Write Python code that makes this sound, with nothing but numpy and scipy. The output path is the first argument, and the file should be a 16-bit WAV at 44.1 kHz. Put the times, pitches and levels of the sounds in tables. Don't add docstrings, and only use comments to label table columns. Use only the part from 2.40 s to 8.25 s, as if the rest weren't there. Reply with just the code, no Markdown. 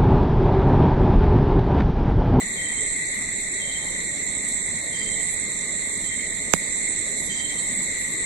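import sys
import numpy as np
from scipy import signal
from scipy.io import wavfile
from scipy.ndimage import uniform_filter1d

SR = 44100
rng = np.random.default_rng(int(sys.argv[2]) if len(sys.argv) > 2 else 0)


def attenuation_scalar(level_db):
    decades = np.asarray(level_db, float) / 20
    return 10 ** decades


def int16_out(signal):
    q = np.round(np.clip(np.atleast_2d(signal).T, -1, 1) * 32767)
    wavfile.write(sys.argv[1], SR, q.astype(np.int16))


N = 258205


def rms_one(x):
    return x / np.sqrt(np.mean(x ** 2, axis=-1, keepdims=True) + 1e-20)


def at_hz(points, hz):
    points_hz, values = np.transpose(points)
    return np.interp(np.log(hz), np.log(points_hz), values)


def drift(rate_hz):
    r = np.exp(-80 * np.pi * rate_hz / SR)
    slow = signal.lfilter([1], [1, -2 * r, r * r], rng.standard_normal(N // 40 + 2002))[2000:]
    return np.interp(np.arange(N) / 40, np.arange(len(slow)), rms_one(slow))


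def swells(events):
    t = np.arange(N) / SR
    return sum(attenuation_scalar(level_db) * np.exp(-((t - middle) / length) ** 2) for middle, length, level_db in events)


def resonance(x, hz, width_hz):
    r = np.exp(-np.pi * width_hz / SR)
    section = [(1 - r * r) / 2, 0, (r * r - 1) / 2, 1, -2 * r * np.cos(2 * np.pi * hz / SR), r * r]
    return signal.sosfilt([section, section], x)


def singers(wings, strikes_per_s, flutter_db):
    out = 0
    for hz, width_hz, level_db in wings:
        strikes = (rng.random(N) < strikes_per_s / SR) * rng.standard_normal(N)
        flutter = attenuation_scalar(level_db + flutter_db * drift(18.6))
        out = out + flutter * resonance(strikes, hz, width_hz)
    return rms_one(out)


def both_sides(wings, alike, **how):
    shared, apart = singers(wings, **how), singers(wings, **how)
    return (np.sqrt(1 + alike) * shared + np.sqrt(1 - alike) * apart * [[1], [-1]]) / np.sqrt(2)


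def loudness(chorus):
    # crest_s, left_rise_db, right_rise_db
    wave_crests = [(.42, 5, 4.5), (1.08, 2.3, 1), (1.4, 1.2, 1.1), (2.1, 5, 5), (2.84, 4.5, 6),
                   (3.4, 3.5, 2), (3.72, 0.5, 3.5), (4.44, 5, 4.5), (4.85, 1.3, 2), (5.33, 6, 3.5),
                   (5.88, 6.5, 2)]
    # time_s, left_db, right_db
    facing = [(0, 1, -1), (1, 0.8, 0.2), (2, -0.2, 0), (3, 0.1, -0.5), (4.05, -0.5, 0.45), (4.3, 0.3, 1.5),
              (4.9, -0.6, 1.7), (5.4, 0.5, .6), (5.85, 1.5, 1)]
    choruses = {"lower": [(-42.5, 1.2, 0.22), (-28.5, 0.43, 0.35)], "upper": [(-34.5, .95, 0.44),
                (-32, 1.19, 0.52)], "deep": [(-32.5, 0.02, 2.1), (-35.5, 0.054, 0.5)],
                "middle": [(-42, .05, -.2), (-42, .05, 0.93)], "thin": [(-49, -.1, .1), (-46, -0.024, 1.8)],
                "haze": [(-58, -0.063, -0.094), (-58.5, -0.7, 0.23)], "edge": [(-43, 0.038, .2),
                (-46.5, .05, 0.22)]}
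    t = np.arange(0, N + 64, 64) / SR
    waves = 0
    for crest, left_db, right_db in wave_crests:
        span_s = np.where(t < crest, .2, .24)
        waves = waves + np.outer([left_db, right_db], np.exp(-((t - crest) / span_s) ** 2))
    s, *sides = np.transpose(facing)
    facing_db = np.array([np.interp(t, s, side) for side in sides])
    level_db, by_waves, by_facing = np.transpose(choruses[chorus])[:, :, None]
    gain = attenuation_scalar(level_db + by_waves * waves + by_facing * facing_db)
    return np.repeat(gain, 64, axis=1)[:, :N]


def night_air():
    # pitch_hz, level_db (per Hz)
    air_spectrum = [(13, -31), (22, 3), (65, -7.5), (96, -3.5), (130, -8.5), (167, 2), (226, -2.5),
                    (424, -6), (517, -7.5), (618, -13), (986, -13.5), (1340, -22), (1600, -30.5),
                    (2080, -60), (3520, -120)]
    # pitch_hz, likeness (1 = same)
    ear_likeness = [(60, 0.44), (120, 0.74), (250, 0.8), (500, 0.59), (1030, 0.066), (2090, 0.33),
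                    (4250, 0), (8640, -0.0)]
    out = 0
    edges = 20 * 2 ** np.arange(0, 8.1, .5)
    white = rng.standard_normal((2, 2, N))
    for k, (low, high) in enumerate(zip(edges, edges[1:])):
        band = signal.butter(2, [low, high], "band", fs=SR, output="sos")
        mid, side = signal.sosfilt(band, white[k % 2])
        hz = np.sqrt(low * high)
        alike = np.clip(at_hz(ear_likeness, hz), -1, 1)
        steeper_db = -14 * max(np.log2(hz / 1600), 0)
        gain = attenuation_scalar(at_hz(air_spectrum[1:-1], hz) + steeper_db + 2.1 * drift(7.2))
        out = out + gain * (np.sqrt(1 + alike) * mid + np.sqrt(1 - alike) * side * [[1], [-1]])
    return attenuation_scalar(-39.96) * rms_one(out) * attenuation_scalar(np.array([[1.4], [-1.4]]))


def rustles():
    # middle_s, length_s, level_db
    stirrings = [
        (0.02, 0.015, -37.5),
        (2.623, 0.22, -60.5),
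        (4.234, 0.041, -70.5),
        (4.897, 0.038, -59),
        (4.969, 0.032, -51.5),
        (5.208, .015, -54),
    ]
    dulled = signal.lfilter([1], [1, -.75], rng.standard_normal((2, N)))
    no_bass = signal.butter(2, 350, "high", fs=SR, output="sos")
    return swells(stirrings) * rms_one(signal.sosfilt(no_bass, dulled))


def steady_chorus():
    # pitch_hz, width_hz, level_db
    deep_wings = [(1939, 150, -3), (2072.5, 240, -2.5), (2440, 160, -23.5)]
    middle_wings = [(3698, 560, -4.5), (3976, 450, -2.5), (4233, 300, -7.5)]
    thin_wings = [(5393, 130, -11), (6030, 420, -2), (6310, 310, -6)]
    deep = loudness("deep") * both_sides(deep_wings, 0.24, strikes_per_s=6000, flutter_db=1.5)
    middle = loudness("middle") * both_sides(middle_wings, 0.13, strikes_per_s=7100, flutter_db=1.82)
    thin = loudness("thin") * both_sides(thin_wings, 0.011, strikes_per_s=13000, flutter_db=3.0)
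    return deep + middle + thin


def shrill_chorus():
    # pitch_hz, width_hz, level_db
    lower_wings = [
        [(6900, 600, -8), (7430, 660, -6), (7680, 430, .5)],
        [(6960, 580, -5.5), (7376, 420, 3.5), (7572, 400, 1.5)],
    ]
    upper_wings = [
        [(7680, 420, -7), (7974, 360, 0), (8210, 300, -2.5)],
        [(7970, 450, 4), (8150, 350, -2.5)],
    ]
    # pitch_hz, width_hz, level_db
    edge_wings = [(8600, 330, -1.5), (9000, 360, -3.5)]
    lower = loudness("lower") * [singers(w, 9000, flutter_db=1.5) for w in lower_wings]
    upper = loudness("upper") * [singers(w, 9000, flutter_db=1.5) for w in upper_wings]
    period_s, crest_s, throb_db = .915, .68, 3
    throb = attenuation_scalar(throb_db * np.cos(2 * np.pi * (np.arange(N) / SR - crest_s) / period_s))
    edge = loudness("edge") * [singers(edge_wings, 9000, flutter_db=1.8) for ear in range(2)]
    return lower + upper + throb * edge


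def shy_cricket():
    # middle_s, length_s, level_db
    songs = [
        (0.703, .14, -57.5),
        (2.606, 0.069, -49.5),
        (4.215, 0.11, -53),
        (4.99, 0.15, -52.5),
    ]
    # pitch_hz, width_hz, level_db
    shy_wings = [(4620, 400, -2.5), (4880, 400, -7.5)]
    return swells(songs) * singers(shy_wings, 6000, flutter_db=1.0) * attenuation_scalar(np.array([[1.5], [-2.5]]))


def katydids():
    # middle_s, length_s,
    # level_db
    near_rasp = [(.13, 0.18, -41), (.778, .13, -42.5), (1.465, 0.15, -45), (2.099, 0.15, -44),
                 (2.896, 0.18, -43.5), (3.55, .24, -43.5), (4.186, 0.15, -41), (4.844, 0.21, -41),
                 (5.677, 0.24, -41.5)]
    far_rasp = [(.275, .1, -49), (1.012, 0.093, -47), (1.842, 0.37, -51), (2.529, 0.16, -50.5),
                (3.26, 0.087, -51.5), (3.958, 0.099, -46.5), (4.68, 0.1, -44), (5.2, 0.061, -52),
                (5.434, 0.037, -44)]
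    # pitch_hz, width_hz, level_db
    rasp_wings = [(9650, 420, 6), (10300, 1900, 0), (11680, 300, -5)]
    haze_wings = [(12290, 1100, 2.5), (13440, 1800, -8), (14360, 1500, -6.5)]
    t = np.arange(0, N + 64, 64) / SR
    at_ears = attenuation_scalar(np.array([[0], [-4.5]]))
    bursts = attenuation_scalar(-73.5)
    for middle, length, level_db in near_rasp + far_rasp:
        shape = np.exp(-np.abs((t - middle) / (0.46 * length)) ** 3)
        bursts = bursts + attenuation_scalar(level_db) * at_ears * shape
    bursts = np.repeat(bursts, 64, axis=1)[:, :N]
    rasp = bursts * both_sides(rasp_wings, 0.073, strikes_per_s=7400, flutter_db=4.5)
    crest_s, wide_s, rise_db = 5.35, 0.28, 6.5
    flare = attenuation_scalar(np.outer([rise_db, 0], np.exp(-((np.arange(N) / SR - crest_s) / wide_s) ** 2)))
    haze = both_sides(haze_wings, 0.067, strikes_per_s=2400, flutter_db=1.5)
    return rasp + flare * loudness("haze") * haze


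def near_cricket():
    # first_stroke_s, peak_db, loudest_stroke, left_minus_right_db
    phrases = [
        (.152, -41.5, 1.1, 0.7),
        (1.195, -40, .7, 0.2),
        (2.511, -42.5, 0.69, 3),
        (3.628, -45, 0.17, -0.5),
        (4.885, -38, 1.1, -1.5),
    ]
    trill_hz, stroke_s, gap_s = 3132, 0.053, .063
    out = np.zeros((2, N))
    t = np.arange(round(stroke_s * SR)) / SR
    swell = np.sin(np.pi * (t / stroke_s) ** 1.7) ** 0.62
    chances = rng.standard_normal((len(phrases), 7, 4))
    for (first, peak_db, loudest, pan_db), chance in zip(phrases, chances):
        for k, (sag, detune, late, turn) in enumerate(chance):
            pitch_hz = trill_hz * (1 + .003 * detune + (.06 + .01 * sag) * np.exp(-t / 0.022))
            note = swell * np.sin(2 * np.pi * np.cumsum(pitch_hz) / SR)
            ears_db = np.array([[.5], [-.5]]) * (pan_db + 3.1 * turn)
            level_db = peak_db - (k - loudest) ** 2 + ears_db
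            start = round((first + k * gap_s + .003 * late) * SR)
            out[:, start:start + len(t)] += attenuation_scalar(level_db) * note
    out = out * (1 + .38 * drift(90))
    fade = np.exp(-np.log(1000) * np.arange(SR // 3) / SR / 0.16)
    leaves = fade * rng.standard_normal((2, len(fade)))
    return out + attenuation_scalar(-22) * signal.fftconvolve(out, leaves, axes=1)[:, :N]


def tap():
    # start_s, level_db, pitch_hz, t60_s
    contacts = [
        (4.1347, -9, 7000, .006),
        (4.1351, -6, 6300, .005),
        (4.1362, 7, 6900, .004),
        (4.1369, 4.5, 2450, .004),
        (4.1374, 5, 7600, .003),
        (4.1382, -12, 7200, .003),
        (4.1400, -19, 900, .006),
    ]
    tap_s = 4.1370
    start = round((tap_s - .01) * SR)
    t = (start + np.arange(SR // 5)) / SR
    mesh = np.zeros(len(t))
    for s, level_db, hz, t60 in contacts:
        age = np.maximum(t - s, 0)
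        onset = 1 - np.exp(-age / 0.00005)
        mesh += attenuation_scalar(level_db - 60 * age / t60) * np.sin(2 * np.pi * hz * age) * onset
    age = np.maximum(t - tap_s, 0)
    turns = 165 * age + 2.3 * (1 - np.exp(-age / .00112))
    swing = attenuation_scalar(4) * np.exp(-age / .0016) + attenuation_scalar(-14) * np.exp(-age / .012)
    membrane = -swing * np.sin(2 * np.pi * turns)
    body = attenuation_scalar(-20.0) * np.exp(-age / 0.0087) * np.sin(2 * np.pi * 75 * age)
    right = np.pad(mesh + membrane + body, (start, N - start - len(t)))
    return right * [[0], [1]]


def scene():
    background = night_air() + rustles() + steady_chorus() + shrill_chorus()
    return background + shy_cricket() + katydids() + near_cricket() + tap()


def coarse_grain(x, comb_db, patchy_db):
    # pitch_hz, usual_level_over_step_db
    coarseness = [(200, 18), (800, 5), (1200, -2), (1600, -3), (2050, 6), (2700, -9), (3000, -10),
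                  (3350, -4), (3950, 1), (4600, -8), (5050, -14), (5600, -3), (6300, 4), (7800, 20),
                  (8800, -4), (9700, -16.5), (11200, -13), (12300, -9), (14200, -9), (15000, -11.5)]
    hop, lines = 1024, 704
    hz = (np.arange(lines) + .5) * SR / (2 * hop)
    basis = np.cos(np.pi / hop * np.outer(np.arange(2 * hop) + .5 + hop / 2, np.arange(lines) + .5))
    basis *= signal.windows.kaiser_bessel_derived(2 * hop, 4 * np.pi)[:, None] * np.sqrt(2 / hop)
    lead = 2 * hop - 291
    padded = np.pad(x, [(0, 0), (lead, 3 * hop)])
    index = np.arange(padded.shape[1] // hop - 1)[:, None] * hop + np.arange(2 * hop)
    c = np.array([ear[index] @ basis for ear in padded])
    typical = np.median(np.abs(c), axis=1, keepdims=True).mean(0)
    usual = uniform_filter1d(1.5 * typical, size=12)
    chance = rng.standard_normal((c.shape[1], lines // 16))
    patches = np.repeat(1.7 * uniform_filter1d(chance, size=3, axis=0), 16, axis=1)
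    louder = np.maximum(uniform_filter1d(1.25 * np.abs(c), size=16) / usual, 1) ** .5
    step = usual * louder * attenuation_scalar(patchy_db * patches - at_hz(coarseness, hz))
    comb = np.cos(2 * np.pi * (hz - 10108) / (SR / 128)) - .5
    depth = np.interp(hz, [8600, 9900, 11500, 12200, 13000], [0, 1.15, 1.15, 0, -.35])
    c *= attenuation_scalar(comb_db * comb * depth)
    rounded = np.sign(c) * step * np.floor(np.abs(c) / step + .4)
    frames = np.array([ear @ basis.T for ear in rounded])
    out = np.zeros_like(padded)
    for half in (slice(0, hop), slice(hop, None)):
        out[:, index[:, half]] += frames[:, :, half]
    return out[:, lead:lead + N]


def top_cut(x):
    return signal.sosfilt(signal.butter(12, 15150, fs=SR, output="sos"), x)


def record(dry):
    overloaded = np.clip(dry, -1.1, 1.1)
    mix = coarse_grain(overloaded, comb_db=6, patchy_db=3.5)
    return top_cut(mix)


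dry = scene()
out = record(dry)
int16_out(out)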